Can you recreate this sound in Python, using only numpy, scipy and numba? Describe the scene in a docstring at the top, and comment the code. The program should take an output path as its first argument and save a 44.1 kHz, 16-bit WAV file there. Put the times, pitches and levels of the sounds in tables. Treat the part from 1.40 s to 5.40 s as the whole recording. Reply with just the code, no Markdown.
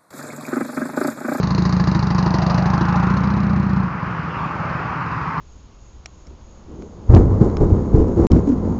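"""A V-twin motorcycle pulls away along a highway shoulder, then drops to a lumpy idle.
Each cylinder thumps its own exhaust pipe and lets out a puff of gas that barks and hisses.
Cars sweep past in the near lanes, their tyre noise mirrored by the road, over the wash and rumble
of farther traffic. An SUV with a trailer passes, a trailer tyre whining briefly."""
import sys
import numpy as np
from scipy import signal
from scipy.fft import rfft, irfft
from scipy.io import wavfile
from scipy.ndimage import map_coordinates
from numba import njit

SR = 44100
rng = np.random.default_rng(int(sys.argv[2]) if len(sys.argv) > 2 else 0)


def transcribe(signal):
    """Save signal, clipped to [-1, 1], as a 16-bit WAV file at the path in sys.argv[1]."""
    frames = np.atleast_2d(signal).T
    limited = np.clip(frames, -1, 1)
    pcm = np.round(limited * 32767).astype(np.int16)
    wavfile.write(sys.argv[1], SR, pcm)


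N = 176400


def undb(db):
    """Decibels to gain."""
    return 10 ** (np.asarray(db) / 20)


def curve(rows, t, column=1):
    """Table column, linearly interpolated."""
    rows = np.array(rows)
    return np.interp(t, rows[:, 0], rows[:, column])


def noise(spectrum):
    """Unit-rms noise of a given spectral shape, rolled off beyond both ends."""
    hz, db = np.array(spectrum).T
    f = np.maximum(np.fft.rfftfreq(N, 1 / SR), 1)
    gain = undb(np.interp(np.log(f), np.log(hz), db))
    gain *= np.minimum(f / hz[0], 1) ** 2 * np.minimum(hz[-1] / f, 1) ** 2
    y = irfft(rfft(rng.standard_normal(N)) * gain, N)
    return y / y.std()


def delayed(x, lag_s):
    """Time-varying delay."""
    return map_coordinates(x, [np.arange(N) - lag_s * SR], order=3, mode="mirror")


@njit
def resonate(x, hz, width_hz):
    """State-variable band-pass, unity gain at its moving centre."""
    y, band_state, low_state = np.empty(len(x)), 0., 0.
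    for i in range(len(x)):
        g, damping = np.tan(np.pi * hz[i] / SR), width_hz / hz[i]
        band = (band_state + g * (x[i] + 1e-18 - low_state)) / (1 + g * (g + damping))
        band_state = 2 * band - band_state
        low_state += 2 * g * band
        y[i] = damping * band
    return y


def ringing(x, modes):
    """Parallel bank of static resonances."""
    return sum(undb(db) * resonate(x, np.full(N, float(hz)), float(width)) for hz, width, db in modes)


# engine speed (time [s], speed [rpm])
ENGINE_RPM = [(0, 1631.1), (.089, 1575), (.286, 1686.9), (.549, 1555.2), (.834, 1520.9), (1.168, 1505.5),
              (1.384, 1591.3), (1.647, 1691.4), (1.919, 1861.6), (2.123, 1843.2), (2.401, 1744.7),
              (2.481, 1571.7), (2.65, 1494.5), (2.836, 1383.7), (3.05, 1302.1), (3.244, 1212.5),
              (3.579, 1129.6), (3.8, 1152.6), (4, 1137.7)]


def firings(t):
    """Firing times of both cylinders: once each per two turns, unevenly spaced."""
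    cycles = np.cumsum(curve(ENGINE_RPM, t)) / SR / 120
    first_s = np.interp(np.arange(int(cycles[-1]) + 1), cycles, t)
    return first_s, first_s[:-1] + 0.424 * np.diff(first_s)


# exhaust thump colour at THUMP_REF_RPM: pipe rings plus, in A, a broad 420 Hz band that sharpens
# each thump (frequency [Hz], width [Hz], gain [dB], polarity)
THUMP_A_BANDS = [(50, 51, 31.8, -1), (50, 300, 34, 1), (179.6, 14, 44.7, 1), (420, 184, 40, 1)]
THUMP_B_BANDS = [(71, 23, 27.5, 1), (195.7, 128, 45.6, 1), (184.9, 19.3, 51, -1), (242.6, 41, 42.5, -1)]
THUMP_REF_RPM, THUMP_RISE_PER_RPM = 1579, 0.00026


def pipe_thump(t, times_s, level_db, bands):
    """Pressure pulses thump a pipe; the colour rises with engine speed."""
    kicks = np.zeros(N)
    kicks[np.clip((times_s * SR).astype(int), 0, N - 1)] = undb(level_db)
    pulse = np.hanning(int(0.0052 * SR))
    pressure = np.convolve(kicks, pulse / pulse.sum(), "same")
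    tuning = 1 + THUMP_RISE_PER_RPM * (curve(ENGINE_RPM, t) - THUMP_REF_RPM)
    return sum(polarity * undb(db) * resonate(pressure, hz * tuning, float(width))
               for hz, width, db, polarity in bands)


# firing strength (time [s], level [dB])
THROTTLE_DB = [(0, 2.5), (.4, 5), (1.1, 3), (1.9, 4), (2.39, 4), (2.47, -6), (2.63, -4), (2.76, -9),
               (2.97, -9.5), (3.15, -6.5), (3.33, -6), (3.5, -12), (4, -8.5)]
# weak firings at idle (time [s], gain [dB])
WEAK_FIRINGS = [(2.51, -5), (2.585, -21), (2.745, -24), (2.92, -10.5), (3.10, -28), (3.92, -18)]
# gas puff per cylinder at t = 0
# (attack [s], crack decay [s], tail level [dB], tail decay [s], hiss level [dB], bark level [dB])
GAS_PUFFS = [(.002, 0.002, -12, 0.032, -1.5, -2.5), (.003, .008, -13, 0.035, -2.5, -1)]
PUFF_LEAD_S, THUMP_LAG_S, JITTER_S = 0.0032, 0.001, 0.0003


def cylinder(t, times_s, bands, puff):
    """Each firing thumps the pipe and vents gas; returns thump, hiss envelope, bark envelope."""
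    level_draw, time_draw, hiss_draw = rng.standard_normal((len(times_s), 3)).T
    firing_db = curve(THROTTLE_DB, times_s) + 0.5 * level_draw
    for at_s, drop_db in WEAK_FIRINGS:
        firing_db += drop_db * (abs(times_s - at_s) < 0.02)
    thump = pipe_thump(t, times_s + THUMP_LAG_S + JITTER_S * time_draw, firing_db - 3, bands)
    attack_s, crack_s, tail_db, tail_s, hiss_db, bark_db = puff
    blur = 1 + 0.45 * t  # puffs grow blunter and less even as the pipes move off
    uneven_db = 0.6 * (0.5 + 1.2 * times_s) * hiss_draw
    attack_s, crack_s = attack_s * blur, crack_s * np.sqrt(blur)
    latest = np.maximum(np.searchsorted(times_s - PUFF_LEAD_S, t) - 1, 0)
    age_s = t - times_s[latest] + PUFF_LEAD_S
    fall_s = np.maximum(age_s - attack_s, 0)
    decay = np.exp(-fall_s / crack_s) + undb(tail_db) * np.exp(-fall_s / tail_s)
    gas = np.clip(age_s / attack_s, 0, 1) * decay
    hiss_env = gas * undb(hiss_db + firing_db + uneven_db)[latest]
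    bark_env = gas ** 0.9 * undb(bark_db + firing_db)[latest]  # lingers between firings
    return np.array([thump, hiss_env, bark_env])


def metal_scatter(x, t, t60_s=0.25, wet_db=-7):
    """Short diffuse tail from the guardrail and nearby vehicles."""
    tail = rng.standard_normal(N) * undb(-60 * t / t60_s)
    return undb(wet_db) * signal.fftconvolve(x, tail / np.linalg.norm(tail))[:N]


# gas noise spectra (frequency [Hz], relative density [dB])
HISS_SPECTRUM = [(1500, -20), (2700, 0.5), (3300, -19.5), (3800, 5.5), (4700, 5.5), (5500, 0), (6500, -3),
                 (7400, -19.5), (8200, -35.5)]
BARK_SPECTRUM = [(240, -17.5), (330, 1.5), (420, -2), (520, 0.5), (720, 0), (1050, 11.5), (1500, -6),
                 (1850, 0), (2300, -16.5), (3300, -20)]
# hiss, bark and shell ring as the bike moves off (time [s], gain [dB])
HISS_GAIN_DB = [(0, -26.5), (.45, -30), (1.1, -29), (1.5, -35.5), (2.0, -41), (2.4, -43), (3.2, -38),
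                (4, -34)]
BARK_GAIN_DB = [(0, -27), (.7, -27.5), (1.0, -25.5), (1.3, -24.5), (1.7, -27), (2.1, -36), (4, -39.5)]
SHELL_GAIN_DB = [(0, -24.5), (.8, -27), (1.6, -33.5), (2.3, -31.5), (4, -38)]
# silencer shell, pipe ends, a low boom that fills out each thump (frequency [Hz], width [Hz], gain [dB])
SHELL_MODES = [(308, 21, 4), (336.6, 39, 10)]
TIP_MODES = [(4000, 46, -7), (4240, 57, 1), (4750, 42, -1)]
LOW_BOOM_MODES = [(133, 45, -10.5)]


def motorcycle(t, sputter_depth=0.21):
    """Both pipes thump; sputtering gas rings pipe ends and shell and reflects off the asphalt."""
    cylinders = zip(firings(t), (THUMP_A_BANDS, THUMP_B_BANDS), GAS_PUFFS)
    thump, hiss_env, bark_env = sum(cylinder(t, *parts) for parts in cylinders)
    sputter = np.exp(sputter_depth * noise([(100, 0), (500, 0)]) - sputter_depth ** 2)
    hiss = hiss_env * sputter * noise(HISS_SPECTRUM) * undb(curve(HISS_GAIN_DB, t))
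    bark = bark_env * noise(BARK_SPECTRUM)
    shell = ringing(bark, SHELL_MODES) * undb(curve(SHELL_GAIN_DB, t))
    bark *= undb(curve(BARK_GAIN_DB, t))
    gas = 0.42 * hiss + 0.4 * ringing(hiss, TIP_MODES) + bark + shell
    thump = thump + ringing(thump, LOW_BOOM_MODES)
    road_echo = 0.14 * delayed(gas, 0.000472 / (1 + 0.26 * t))  # lag shrinks with distance
    return thump + gas + metal_scatter(bark + undb(-5) * thump, t) + road_echo


# tyre roar (frequency [Hz], relative density [dB])
TYRE_SPECTRUM = [(60, -4.5), (250, -1), (450, -2.5), (650, -4), (900, 4.5), (1300, -2), (1900, -23),
                 (2600, -15.5), (3300, -27), (5000, -32), (7000, -39)]
# cars when abreast (time [s], level [dB], distance [m], road echo lag [s],
# tread pitch [Hz], tread gain [dB], groove hiss gain [dB])
CAR_PASSES = [(-.6, -29, 9, .0015, 1090, -0.5, -16.5), (1.12, -34, 8, .0015, 645, 8, -12.5),
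              (1.6, -31.5, 7, .0008, 1464, 6.5, -7.5), (3.03, -32, 3, .0009, 1164, 1.5, 2.5),
              (3.329, -35.5, 6, .0016, 580, 0.5, -6), (4.1, -32, 14, 0.001, 1095, -5.5, -12.5)]
CAR_M_S, SOUND_M_S = 29, 343
TREAD_WIDTH_HZ, GROOVE_HZ, GROOVE_WIDTH_HZ = 176, 2680, 920


def passing_cars(t):
    """Doppler-shifted tyre noise; the road echo combs it, lowest when the car is abreast."""
    out = 0
    for at_s, db, lane_m, echo_s, tread_hz, tread_db, groove_db in CAR_PASSES:
        range_m = np.hypot(CAR_M_S * (t - at_s), lane_m)
        nearness = lane_m / range_m
        modes = [(tread_hz, TREAD_WIDTH_HZ, tread_db), (GROOVE_HZ, GROOVE_WIDTH_HZ, groove_db)]
        roar = noise(TYRE_SPECTRUM)
        direct = delayed(roar + ringing(roar, modes), (range_m - lane_m) / SOUND_M_S)
        road_echo = 0.55 * delayed(direct, echo_s * nearness)
        out += (direct + road_echo) * undb(db) * nearness
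    return out


# traffic wash and engine rumble (frequency [Hz], relative density [dB])
WASH_SPECTRUM = [(230, -11.5), (450, -15), (650, -18), (900, -2.5), (1170, 3.5), (1500, -2), (1900, -8.5),
                 (2600, -15.5), (3400, -35.5), (5000, -31), (7000, -46.5)]
RUMBLE_SPECTRUM = [(40, -21.5), (65, -5.5), (100, -5), (120, 2), (138, -6.5), (158, 6.5), (190, -9.5),
                   (235, -9), (275, -7.5), (350, -17)]
# traffic wash (time [s], level [dB])
WASH_DB = [(0, -39.5), (1.0, -34.5), (1.7, -30.5), (2.25, -33), (2.65, -29.5), (3.05, -31.5), (3.35, -27.5),
           (3.65, -28.5), (4, -28)]


def far_traffic(t, rumble_db=-31.5):
    """Swelling wash of farther vehicles over a steady engine rumble."""
    wash = noise(WASH_SPECTRUM) * undb(curve(WASH_DB, t))
    return wash + noise(RUMBLE_SPECTRUM) * undb(rumble_db)


# trailer tyre tone (time [s], pitch [Hz], level [dB])
TRAILER_WHINE = [(1.0, 853, -46), (1.22, 847, -39), (1.55, 821, -28), (1.63, 795, -28.5), (1.72, 784, -52)]


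def trailer_whine(t, width_hz=45.0):
    """Narrow, smeared tread tone that sinks as the SUV's trailer goes by."""
    hz = curve(TRAILER_WHINE, t)
    band = resonate(rng.standard_normal(N), hz, width_hz)
    tone = resonate(band, hz, width_hz)
    return undb(curve(TRAILER_WHINE, t, column=2)) * tone / tone.std()


def scene():
    """Mono mix of motorcycle, near cars, far traffic and trailer tyre."""
    t = np.arange(N) / SR
    background = far_traffic(t)
    return (motorcycle(t) + passing_cars(t) + background + trailer_whine(t))[None]


def record(dry):
    """Low cut at 52 Hz, steep high cut at 7250 Hz."""
    low_cut = signal.butter(4, 52, "high", fs=SR, output="sos")
    high_cut = signal.ellip(8, 0.2, 70, 7250, fs=SR, output="sos")
    return signal.sosfilt(high_cut, signal.sosfilt(low_cut, dry))


dry = scene()
out = record(dry)
transcribe(out)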